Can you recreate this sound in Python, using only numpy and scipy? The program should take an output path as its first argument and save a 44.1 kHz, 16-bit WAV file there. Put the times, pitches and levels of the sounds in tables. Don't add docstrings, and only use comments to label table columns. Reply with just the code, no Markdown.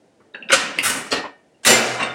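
import sys
import numpy as np
from scipy import signal
from scipy.fft import rfft, irfft, next_fast_len
from scipy.io import wavfile

SR = 44100
rng = np.random.default_rng(int(sys.argv[2]) if len(sys.argv) > 2 else 0)


def log_audio(samples):
    frames = np.atleast_2d(samples).T
    limited = np.clip(frames, -1, 1)
    pcm = np.round(limited * 32767).astype(np.int16)
    wavfile.write(sys.argv[1], SR, pcm)


N = 94770
T = np.arange(N) / SR
SIZE = next_fast_len(2 * N)
HZ = np.maximum(np.arange(SIZE // 2 + 1) * SR / SIZE, 1)
SEATED_S, LOCKED_S = 1.183, 1.6

# start, rise, hold and release in seconds, level in dB, then bass, low-mid, presence,
# treble and top in dB re the middle range, damping by the grip in dB/s (below 0 counts as 0).
SCRAPE_TABLE = [ (0.197, .004, .004, .03, -47.5, 25, 10.5, -24, -24, -19, 82.5),
                (0.227, .004, .004, 0.012, -73, 49, 22, -13, -27, 6, 77.5),
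                (0.334, 0.011, 0.008, 0.03, -37.5, 13, 16, -11, -29, -40, 55),
                (0.389, .012, .070, 0.13, -47, 29, 21, -15, -56, -62, 45),
                (0.492, 0.014, 0.0035, 0.018, -17, -15, -7, -6.5, -28, -20, 40),
                (0.514, 0.011, 0.016, 0.022, -9, -10, -6, 3.5, -0.5, -12, 21),
                (0.537, .015, .035, 0.077, -37.5, 25, -16, -7, -13, -28, 30),
                (0.692, 0.0058, .014, 0.022, -32.5, -16, 0, -10, -24, -37, 46.5),
                (0.739, 0.022, 0.044, 0.047, -33, 13.5, 2, 3, -13, -39, 36.5),
                (0.823, 0.019, 0.011, 0.1, -15, -8.5, -7.5, -4, 0.5, 1.5, 39.5),
                (0.877, 0.003, 0.018, 0.15, -22, -1, -5, 0, 2, -1, 48),
                (0.948, 0.0097, .045, 0.024, -31, 6, 0.5, -9.5, 1, -7, 55.5),
                (1.038, .020, 0.019, 0.044, -40, 10.5, -5, -2, 1, -9, 23),
                (1.105, 0.001, 0.0078, 0.016, -27, 5, 32.5, 26, 15, 4, 79),
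                (1.115, 0.0033, 0.0087, 0.046, -13.5, 3.5, 3.5, 3.5, -13.5, -16, 41),
                (1.141, 0.011, 0.0087, 0.052, -24.5, 19, 18, 20, -7, -31, 58),
                (1.235, .003, .026, 0.033, -24.5, -2.5, 14, -7.5, -34, -53, 101.5),
                (1.531, .015, .028, 0.069, -51, 6, 6, -3, -9.5, -20, 81.5),
                (1.563, .020, .045, 0.035, -57, 4, 18.5, -14, -21, -44, 71),
                (1.631, 0.0025, .005, .01, -35.5, -12.5, -6.5, 4, 1, -16, 40),
                (1.647, 0.0027, 0.026, 0.027, -12, -11.5, -14, 0, -2, 3, 4),
                (1.661, 0.0025, 0.011, 0.036, -9, -5, 2, 7, 1.5, 0, -4),
                (1.68, 0.0093, 0.0053, 0.15, -9.5, 1, 11, 6.5, 2, 3, 25.5),
                (1.804, 0.043, 0.055, 0.27, -28, -16, 13.5, 7, 1, -9, 23),
                (1.968, 0.048, 0.016, 0.088, -20.5, -6.5, 3, -6.5, -19.5, -59, 85),
                (2.017, 0.0035, 0.0047, 0.016, -43, 15, -5, -4, -20, -38, 81)]
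# frequency in Hz, relative density in dB per Hz.
SHELL_SPECTRUM = [(25, -33), (48, -16.5), (100, -8.5), (160, -7.5), (230, 0.5), (600, 0), (1130, -1),
                  (1450, 0.5), (2000, -1.5), (2900, 0), (3250, -6.5), (5000, -7), (9700, -4.5),
                  (11300, -15), (15500, -22.5)]


def from_db(db):
    return 10 ** (np.asarray(db) / 20)


def unit(x):
    return x / np.sqrt(np.sum(x ** 2) + 1e-20)


def at_hz(points, hz):
    table_hz, values = np.transpose(points)
    return np.interp(np.log(hz), np.log(table_hz), values)


def dying(t60_s, t=T):
    return np.exp(-np.log(1000) * np.maximum(t, 0) / max(t60_s, 1e-3))


def waver(count):
    return np.interp(T, np.linspace(0, T[-1], count), rng.standard_normal(count))


def coloured(x, points):
    cepstrum = irfft(np.log(from_db(at_hz(points, HZ))), SIZE)
    cepstrum[1:SIZE // 2] *= 2
    cepstrum[SIZE // 2 + 1:] = 0
    response = np.exp(rfft(cepstrum))
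    return irfft(rfft(x, SIZE) * response, SIZE)[:N]


def through(x, response):
    return signal.fftconvolve(x, response)[:N]


def room_noise():
    # frequency in Hz, relative density in dB per Hz.
    air = [(25, -34.5), (60, -20), (130, -12), (250, -4.5), (580, -6.5), (750, -10.5), (1200, -24),
           (1600, -21), (3000, -27), (9700, -33), (12000, -51.5), (16000, -49)]
    rms_db, waver_db = -58.5, .5
    level = from_db(rms_db + waver_db * waver(count=60))
    return level * np.sqrt(N) * unit(coloured(rng.standard_normal(N), air))


def shell_ring():
    # frequency in Hz, 60 dB decay time in seconds.
    shell_t60 = [(60, 0.53), (250, 2.16), (1000, 1.31), (2700, 0.83), (4000, 0.76), (8000, 0.47),
                 (10000, 0.35), (12000, .42), (16000, .33)]
    spacing_hz, top_hz = 7, 17000
    count = int(top_hz / spacing_hz)
    draws = rng.random((count, 2))
    mode_hz = (np.arange(count) + 1 + draws[:, 0]) * spacing_hz
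    lines = np.zeros(len(HZ), complex)
    lines[(mode_hz * SIZE / SR).astype(int)] = np.exp(2j * np.pi * draws[:, 1])
    lines *= from_db(at_hz(SHELL_SPECTRUM, HZ))
    ring = np.zeros(N)
    edges_hz = np.r_[0, np.geomspace(150, 6000, 10), np.linspace(7000, 18000, 9)]
    for low_hz, high_hz in zip(edges_hz, edges_hz[1:]):
        band = irfft(lines * (HZ >= low_hz) * (HZ < high_hz), SIZE)[:N]
        ring += band * dying(at_hz(shell_t60, (low_hz + high_hz) / 2))
    return unit(ring)


def choke(start_s):
    choke_db_per_s = 91.5
    return from_db(-choke_db_per_s * np.maximum(T - SEATED_S, 0) * (start_s < LOCKED_S))


def pressure(start_s, rise_s, hold_s, release_s):
    rise = np.clip((T - start_s) / max(rise_s, 1e-4), 0, 1)
    return rise * dying(2 * release_s, T - start_s - rise_s - hold_s)


def contact_colour(bass_db, low_mid_db, presence_db, treble_db, top_db):
    colour_hz = (45, 190, 600, 1900, 4500, 8500, 13500)
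    return list(zip(colour_hz, (0, bass_db, low_mid_db, 0, presence_db, treble_db, top_db)))


def scrapes(ring):
    slips_per_s, slip_spread_db, judder_db, clank_t60_s = 3800, 4, 2.5, .05
    spread = slip_spread_db * np.minimum(rng.exponential(1, N), 4)
    sizes = from_db(spread + judder_db * waver(count=300)) * rng.choice([-1, 1], N)
    slips = sizes * (rng.random(N) < slips_per_s / SR)
    out = np.zeros(N)
    for start_s, rise_s, hold_s, release_s, level_db, *colour, damping_db_per_s in SCRAPE_TABLE:
        force = pressure(start_s, rise_s, hold_s, release_s)
        clank = unit(coloured(rng.standard_normal(N) * dying(clank_t60_s), SHELL_SPECTRUM))
        gripped_ring = ring * from_db(-max(damping_db_per_s, 0) * T)
        rung = through(slips * force, clank + gripped_ring)
        sound = unit(coloured(rung, contact_colour(*colour)))
        out += from_db(level_db) * np.sqrt(np.sum(force ** 2)) * sound * choke(start_s)
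    return out


def clear_modes():
    # frequency in Hz, level in dB while loose, level in dB when locked, decay t60 in seconds.
    modes = [(123.5, -37, -22.5, 2.2), (230, -28, -12, 0.38), (380, -26, -38, 1.1),
             (572.3, -28.5, -22, 0.58), (752, -18.5, -19.5, 0.43), (960, -29.5, -39, 0.64),
             (1270, -30.5, -22, 0.32), (1418, -31.5, -17.5, 1.6), (1500, -20.5, -19.5, 0.47),
             (1858, -28.5, -28, 1.6), (1837, -17.5, -24, .9), (2088, -30, -17, 1.6),
             (2313, -24.5, -19.5, 1.8), (2434, -39.5, -31.5, .9), (2746, -38.5, -22, 1.2),
             (2935, -26, -24, 1.3), (4110, -24.5, -22.5, .4), (5300, -39.5, -27, 0.55),
             (7350, -22.5, -21, 0.4)]
    waver_rad, waver_db = 0.34, 3
    powers = np.array([(from_db(row[4]) * pressure(*row[:4])) ** 2 for row in SCRAPE_TABLE])
    out = np.zeros(N)
    for hz, loose_db, locked_db, t60_s in modes:
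        reach_db = [min(at_hz(contact_colour(*row[5:10]), hz), 0) for row in SCRAPE_TABLE]
        power = from_db(reach_db) ** 2 @ powers
        keep = dying(t60_s, 1 / SR) ** 2
        drives = [power * (T < LOCKED_S), power * (T >= LOCKED_S)]
        loose, locked = signal.lfilter([1 - keep], [1, -keep], drives)
        energy = loose * (from_db(loose_db) * choke(0)) ** 2 + locked * from_db(locked_db) ** 2
        beating = from_db(waver_db * waver(count=50))
        phase = 2 * np.pi * (hz * T + rng.random()) + waver_rad * waver(count=50)
        out += np.sqrt(2 * energy) * beating * np.sin(phase)
    return out


def knocks(ring):
    # start in seconds, level in dB (the envelope peaks at
    # twice that gain), frequency in Hz, width in Hz.
    knock_table = [(0.339, -43.5, 3790, 149.5), (.346, -30, 1707, 220), (.349, -32, 2720, 400),
                   (0.348, -56, 4420, 50.7), (0.379, -42, 1590, 69), (0.425, -31.5, 2704, 230),
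                   (0.488, -34, 3650, 400), (0.489, -27.5, 2660, 350), (0.49, -36, 1590, 200),
                   (0.491, -43, 5050, 300), (0.498, -54, 8300, 198.8), (0.505, -15.5, 1450, 350),
                   (0.52, -13.5, 2880, 400), (.526, -18, 545, 70), (.528, -10.5, 1444, 170),
                   (0.788, -11, 2670, 566), (.7875, -16.5, 2155, 300), (0.7868, -22, 4700, 1000),
                   (.787, -22.5, 9200, 2536), (0.789, -38, 13800, 2483), (0.7864, -29, 650, 620),
                   (1.239, -32.5, 950, 130.5), (1.545, -64.5, 2810, 120.7), (2.027, -25.5, 2760, 170),
                   (2.029, -34, 3650, 150), (2.028, -35.5, 8200, 200)]
    echo_db, echo_t60_s, echo_onset_t60_s, ring_db = -1, .14, 0.0067, -10
    out = np.zeros(N)
    for start_s, level_db, hz, width_hz in knock_table:
        t = np.maximum(T - start_s, 0)
        swell = np.pi * width_hz * t
        tone = from_db(level_db) * 2 * swell * np.exp(1 - swell) * np.sin(2 * np.pi * hz * t)
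        reflections = rng.standard_normal(N) * dying(echo_t60_s) * (1 - dying(echo_onset_t60_s))
        echo = from_db(echo_db) * unit(through(tone, reflections))
        pot = from_db(ring_db) * unit(through(tone, ring)) * choke(start_s)
        out += tone + np.sqrt(np.sum(tone ** 2)) * (echo + pot)
    return out


def squeals():
    # start, swell and hold in seconds, frequency in Hz, level in dB (RMS of the held
    # tone), decay t60 in seconds.
    squeal_table = [(1.108, 0.012, 0.11, 1819, -35, 0.87), (1.115, .020, 0.054, 1900, -34, 0.56),
                    (1.682, 0.0071, 0.014, 12674, -30, .12), (1.685, 0.013, 0.053, 7278, -19.5, .2),
                    (1.730, 0.008, 0.008, 2090, -17, 0.15), (1.690, 0.018, 0.0081, 1930, -17.5, 0.098),
                    (1.989, 0.028, 0.024, 2745, -30.5, 0.16), (2.02, 0.014, 0.027, 3660, -38, 0.075),
                    (2.091, .010, 0.0092, 3580, -38, .1)]
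    waver_rad = .3
    out = np.zeros(N)
    for start_s, swell_s, hold_s, hz, level_db, t60_s in squeal_table:
        envelope = pressure(start_s, swell_s, hold_s, t60_s / 2) * choke(start_s)
        tone = np.sin(2 * np.pi * hz * T + waver_rad * waver(count=200))
        out += from_db(level_db) * np.sqrt(2) * envelope * tone
    return out


def scene():
    ring = from_db(0) * shell_ring()
    return (room_noise() + scrapes(ring) + clear_modes() + knocks(ring) + squeals())[None]


def record(dry):
    low_cut_hz, cutoff_hz = 38, 16100
    dry = signal.sosfilt(signal.butter(4, low_cut_hz, "high", fs=SR, output="sos"), dry)
    rounded = dry / (1 + dry ** 6) ** (1 / 6)
    return signal.sosfilt(signal.ellip(10, .1, 90, cutoff_hz, fs=SR, output="sos"), rounded)


dry = scene()
out = record(dry)
log_audio(out)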